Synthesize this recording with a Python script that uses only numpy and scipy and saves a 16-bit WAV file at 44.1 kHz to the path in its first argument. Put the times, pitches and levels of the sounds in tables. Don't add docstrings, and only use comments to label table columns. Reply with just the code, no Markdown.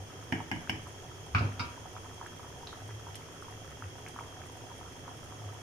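import sys
import numpy as np
from scipy import signal
from scipy.fft import rfft, irfft, next_fast_len
from scipy.io import wavfile

SR = 44100
rng = np.random.default_rng(int(sys.argv[2]) if len(sys.argv) > 2 else 0)


def waveform_to_disk(signal):
    frames = np.transpose(np.atleast_2d(signal))
    scaled = np.clip(frames, -1, 1) * 32767
    samples = np.round(scaled).astype(np.int16)
    wavfile.write(sys.argv[1], SR, samples)


N = 247823


def plops(level_db=1.5):
    # t/s, level/dB, f/Hz
    large = [(0.403, -32.5, 880), (0.674, -35.5, 1510), (0.869, -38, 1100), (1.522, -39, 1730),
             (1.856, -39, 760), (1.965, -34.5, 1190), (2.213, -32.5, 990), (2.263, -35, 1600),
             (2.395, -39, 1150), (2.631, -40, 910), (2.729, -35, 1240), (3.069, -36.5, 960),
             (3.424, -37.5, 1250), (3.483, -38.5, 980), (3.823, -31.5, 1290), (4.064, -33.5, 2070),
             (4.162, -34.5, 1050), (4.189, -30, 1150), (4.417, -39.5, 1650), (4.715, -40, 940),
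             (5.079, -35.5, 1010), (5.323, -38.5, 1070)]
    # t/s, level/dB, f/Hz
    pings = [(1.385, -32, 3800), (2.672, -26, 3830), (3.146, -32, 3140), (3.154, -45, 4900),
             (3.221, -40, 2100)]
    stew, pinging = np.zeros(N), np.zeros(N)
    for s, db, hz in large:
        add(stew, s, gain_of(db) * burst(hz, rng.random((2, 2))))
    for s, db, hz in pings:
        add(pinging, s, gain_of(db) * bubble(hz, cycles=2.5, glide=.02))
    return gain_of(level_db) * in_pot(stew) + kitchen(pinging, scatter_db=-4, tail_db=1)


def blips(per_s=8, level_db=-44.5, spread_db=2, centre_hz=1106, octaves=.7,
          stirred_db=-14, recover_s=2.3):
    out = np.zeros(N)
    for k in range(round(per_s * N / SR)):
        late, size, pitch = rng.random(3)
        s = (k + late) / per_s
        db = level_db + spread_db * (2 * size - 1) + stirred_db * max(1 - s / recover_s, 0)
        hz = centre_hz * 2 ** (octaves * (2 * pitch - 1))
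        add(out, s, gain_of(db) * burst(hz, rng.random((2, 2))))
    return in_pot(out)


def simmer(per_s=150, level_db=-56, spread_db=3, low_hz=600, high_hz=1700, pitches=24):
    out = np.zeros(N)
    shapes = [bubble(hz, cycles=1, glide=.21) for hz in np.geomspace(low_hz, high_hz, pitches)]
    for when, pitch, chance in rng.random((round(per_s * N / SR), 3)):
        db = spread_db * min(-np.log(chance), 3)
        add(out, when * N / SR, gain_of(db) * shapes[int(pitch * pitches)])
    return gain_of(level_db) * evened(in_pot(out))


def burst(hz, followers, after_db=-10, after_s=.022):
    out = np.zeros(SR // 10)
    add(out, 0, bubble(hz, cycles=1.3, glide=.051))
    for delay, pitch in followers:
        torn = bubble(hz * 2 ** (1.4 * pitch - .5), cycles=1.8, glide=.12)
        add(out, .003 + after_s * delay, gain_of(after_db) * torn)
    return out


def bubble(hz, cycles, glide):
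    turns = np.arange(SR // 30) / SR * hz
    age = turns / cycles
    bend = 1 + glide * (1 - np.exp(-age / 2))
    attack = 1 - np.exp(-turns ** 2 * 2)
    wave = np.sin(2 * np.pi * turns * bend) * np.exp(-age) * attack
    return wave / abs(wave).max()


def in_pot(x):
    # f/Hz, width/Hz, level/dB
    cavity = [(742, 29, 3), (938, 30, 0.5), (1279, 35, 0.5)]
    hollow = x + sum(gain_of(db) * resonate(x, hz, width) for hz, width, db in cavity)
    return kitchen(hollow, scatter_db=-8, tail_db=-6, scatter_s=.008)


def spits(fizz_per_s=20, fizz_db=-30, spread_db=3):
    # t/s, level/dB
    ticks = [(0.888, -21), (2.8785, -21), (3.155, -9), (4.0845, -14), (5.170, -22)]
    # f/Hz, level/dB
    colour = [(500, -38), (2000, -2), (3200, -11), (4200, -6.5), (6500, -7.5), (9600, -1.5), (12000, -8),
              (15000, -28)]
    snapping = rng.random(N) < fizz_per_s / SR
    snaps = snapping * gain_of(fizz_db + spread_db * np.minimum(rng.exponential(1, N), 3))
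    for s, db in ticks:
        add(snaps, s, gain_of([db]))
    crackle = signal.oaconvolve(snaps, click(colour))[:N]
    return kitchen(crackle, scatter_db=6, tail_db=0, scatter_s=.008)


def raps():
    # t/s, crack level/dB, treble lift/dB, boom level/dB
    hits = [(0.324, 12, -3, -30), (0.515, 11, -3, -34), (0.6957, 8.5, 6, -33.5)]
    # f/Hz, level/dB
    colour = [(330, 1), (500, -25), (760, -0.5), (1000, -3.5), (1250, -18.5), (1620, 2.5), (1950, -0.5),
              (2300, 1.5), (2650, -10.5), (3000, 1), (3900, -32.5), (5300, -17), (6100, -26), (15000, -34)]
    # f/Hz, level/dB, t60/s
    room_and_pot = [(101, -3, .35), (122, -3, .25), (151, -3, .4), (258, -1, .3), (323, -1, .3),
                    (435, -14, .4), (790, -14, .2), (945, -16, .35), (2293, -14, .3), (2963, -14, .3),
                    (4958, -29, .35), (5330, -25, .3)]
    out = np.zeros((2, N))
    for s, db, treble_db, boom_db in hits:
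        crack = gain_of(db) * click(colour, treble_db, corner_hz=2430)
        add(out, s, kitchen(crack, scatter_db=4.5, tail_db=1, scatter_s=.006, bass_db=8))
        add(out, s, gain_of(boom_db) * ring(room_and_pot, rise_s=.026, treble_db=treble_db))
    return out


def put_down():
    # t/s, clack level/dB, treble lift/dB, low ring/dB, bright ring/dB
    clatter = [(1.3485, 20.5, -4, -40, -54), (1.3835, 5, 10, -52, -56), (1.5955, 11.5, 7, -40, -40.5)]
    # f/Hz, level/dB
    clack_colour = [(100, 3), (300, -22), (600, -17.5), (1000, -8), (1250, 0.5), (1480, 0), (1850, -18),
                    (2300, -4.5), (2750, -10), (3400, -21.5), (4200, -20), (5000, -22), (6500, -35),
                    (15000, -50)]
    # f/Hz, level/dB, t60/s
    spoon_rest = [(959, 1, .4), (1190, -2, .42), (1287, 0, .3), (1345, -3, .3), (1412, 0, .35),
                  (1453, -3, .3), (2275, -3, .35), (2420, -6, .25), (2708, -3, .3), (3750, 1, .15),
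                  (4560, -3, .12), (4750, -1, .16), (4926, -4, .18), (5110, -5, .15), (5270, -6, .2),
                  (5740, -10, .15)]
    # t/s, boom level/dB, puff level/dB
    thuds = [(1.351, -21, 5), (1.4085, -22.5, 13), (1.4485, -32, 4), (1.6005, -31, 2)]
    # f/Hz, level/dB, t60/s
    room_modes = [(101.6, 0, .19), (102, -14, .65), (121, -4, .2), (143, -8, .22), (256, -13, .32)]
    # f/Hz, level/dB
    puff_colour = [(110, -10), (230, 4), (550, -5), (900, -6), (2000, -22), (6000, -45)]
    out = np.zeros((2, N))
    for s, db, treble_db, ring_db, bright_db in clatter:
        clack = gain_of(db) * click(clack_colour, treble_db, corner_hz=3640)
        add(out, s, kitchen(clack, scatter_db=8, tail_db=10, scatter_s=.014))
        add(out, s, gain_of(ring_db) * ring(spoon_rest, rise_s=.0031, treble_db=bright_db - ring_db))
    for s, boom_db, puff_db in thuds:
        add(out, s, gain_of(boom_db) * ring(room_modes, rise_s=.006))
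        add(out, s, gain_of(puff_db) * kitchen(click(puff_colour), scatter_db=6, tail_db=12))
    return out


def click(colour, treble_db=0, corner_hz=3000, size=4096):
    hz = abs(np.fft.fftfreq(size, 1 / SR))
    shelf_db = treble_db * (1 - 1 / (1 + (hz / corner_hz) ** 10))
    log_gain = np.log(gain_of(curve_at(colour, hz) + shelf_db))
    spectrum = np.exp(np.conj(signal.hilbert(log_gain)))
    return np.fft.ifft(spectrum).real[:size // 2]


def ring(modes, rise_s, treble_db=0):
    t = np.arange(SR // 2) / SR
    out = np.zeros((2, len(t)))
    for hz, db, t60 in modes:
        phase = rng.uniform(-1, 1, (2, 1)) * np.pi * min(hz / 2000, 1)
        envelope = gain_of(db + treble_db * (hz > 3400) - 60 * t / t60)
        out += envelope * np.sin(2 * np.pi * hz * t + phase)
    return out * (1 - np.exp(-t / rise_s))


def burner():
    # f/Hz, level/dB
    roar_colour = [(20, -65), (58, -56), (75, -74.5), (130, -75), (150, -73), (210, -86), (260, -77.5),
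                   (300, -80.5), (380, -77.5), (600, -83), (1200, -89.5), (1800, -88.5), (3000, -104.5),
                   (5000, -115)]
    # f/Hz, level/dB
    hiss_colour = [(1000, -110), (2800, -92.5), (3700, -99), (4500, -100.5), (5500, -93.5), (6000, -92.5),
                   (6600, -86), (7200, -99), (9000, -99), (10500, -101), (12000, -104), (14000, -109),
                   (14800, -103), (15400, -109)]
    # f/Hz, width of each filter pass/Hz, level/dB
    jet = [(3242, 240, -58), (9670, 390, -67.5)]
    roar = tinted(noise_pair(N) * np.sqrt(SR / 2), roar_colour)
    combed = np.array([kitchen(rng.standard_normal(N), scatter_db=-8, tail_db=2)[side]
                       for side in range(2)])
    hiss = tinted((combed + noise_pair(N)) * np.sqrt(SR) / 2, hiss_colour)
    whistle = np.zeros((2, N))
    for hz, width, db in jet:
        band = resonate(rng.standard_normal((2, N)), hz, width)
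        whistle += gain_of(db) * evened(resonate(band, hz, width))
    return roar + hiss + whistle


def rumble(centre_hz=102.7, level_db=-54.5, wander_hz=6, flutter_db=3.5):
    # centre t/s, half length/s, lift/dB
    swells = [(0.03, .08, 8.5), (2.93, .14, 8.5), (3.86, 0.06, 12), (5.468, 0.094, 13)]
    t = np.arange(N) / SR
    swell_db = sum(db * np.exp(-((t - s) / half_s) ** 2) for s, half_s, db in swells)
    hz = centre_hz + wander_hz * drift(per_s=16)
    tone = evened(np.sin(2 * np.pi * np.cumsum(hz) / SR))
    return gain_of(level_db + swell_db + flutter_db * np.tanh(drift(per_s=11))) * tone


def kitchen(x, scatter_db, tail_db, scatter_s=.01, bass_db=0):
    # left t/s, right t/s, gain
    walls = [(.0016, 0.0024, 0.023), (.0036, .0031, 0), (.0049, 0.0044, 0), (.0069, 0.0053, 0.023)]
    # f/Hz, t60/s
    decay = [(100, 0.57), (400, 0.27), (1200, 0.4), (2800, 0.42), (6000, 0.28), (14000, 0.12)]
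    size = SR // 2
    t = np.arange(size) / SR
    near = np.zeros((2, size))
    near[:, 0] = 1
    for left, right, gain in walls:
        near[[0, 1], [round(left * SR), round(right * SR)]] += gain
    scatter = evened(noise_pair(size) * np.exp(-t / scatter_s)) / np.sqrt(size)
    hz, when, bands = signal.stft(noise_pair(size), SR, nperseg=256)
    fade = gain_of(-60 * when / curve_at(decay, hz)[:, None])
    tail = signal.istft(bands * fade, SR, nperseg=256)[1][:, :size]
    build_up = 1 - np.exp(-t / .004)
    tail = tinted(tail, [(400, bass_db), (1400, 0)]) * build_up / np.sqrt(SR * .025)
    response = near / np.linalg.norm(near[0]) + gain_of(scatter_db) * scatter + gain_of(tail_db) * tail
    response /= np.sqrt(1 + gain_of(scatter_db) ** 2 + gain_of(tail_db) ** 2)
    return signal.fftconvolve(x[None], response, axes=1)[:, :N]


def noise_pair(size):
    # f/Hz, left-right correlation
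    likeness = [(30, 0.78), (90, 0.82), (300, 0.77), (600, 0.65), (1100, -0.31), (1800, -0.16),
                (2800, 0.024), (5000, -0.027), (15000, 0.054)]
    left, unrelated = rfft(rng.standard_normal((2, size)))
    same = np.clip(curve_at(likeness, np.fft.rfftfreq(size, 1 / SR)), -1, 1)
    right = same * left + np.sqrt(1 - same ** 2) * unrelated
    return irfft(np.array([left, right]), size)


def drift(per_s):
    lowpass = np.exp(-(np.fft.rfftfreq(N, 1 / SR) / per_s) ** 2)
    return evened(irfft(rfft(rng.standard_normal(N)) * lowpass, N))


def resonate(x, hz, width):
    return signal.lfilter(*signal.iirpeak(hz, hz / width, SR), x)


def tinted(x, colour):
    size = next_fast_len(x.shape[-1] + 2048)
    gain = gain_of(curve_at(colour, np.fft.rfftfreq(size, 1 / SR)))
    return irfft(rfft(x, size) * gain, size)[..., :x.shape[-1]]


def curve_at(points, hz):
    f, value = np.transpose(points)
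    return np.interp(np.log(hz + 1), np.log(f + 1), value)


def gain_of(db):
    return 10 ** (np.asarray(db) / 20)


def evened(x):
    return x / np.sqrt(np.mean(x ** 2) + 1e-20)


def add(mix, s, sound):
    part = mix[..., max(round(s * SR), 0):][..., :sound.shape[-1]]
    part += sound[..., :part.shape[-1]]


def scene():
    return burner() + rumble() + raps() + put_down() + plops() + blips() + spits() + simmer()


def record(dry, edge_hz=15350):
    # f/Hz, level/dB
    left_mic = [(1000, -0.5), (2000, -1.5), (2800, 1), (3250, -4), (3800, -3), (5500, 5), (6600, -5),
                (7700, -12.5), (10000, -15.5), (12500, -7), (14700, -2)]
    # f/Hz, level/dB
    low_cut = [(25, -15.5), (52, -36), (70, 0)]
    pair = tinted(np.array([tinted(dry[0], left_mic), dry[1]]), low_cut)
    lowpass = signal.firwin(511, edge_hz, window=("kaiser", 9), fs=SR)
    return signal.oaconvolve(pair, lowpass[None], "same")


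dry = scene()
out = record(dry)
waveform_to_disk(out)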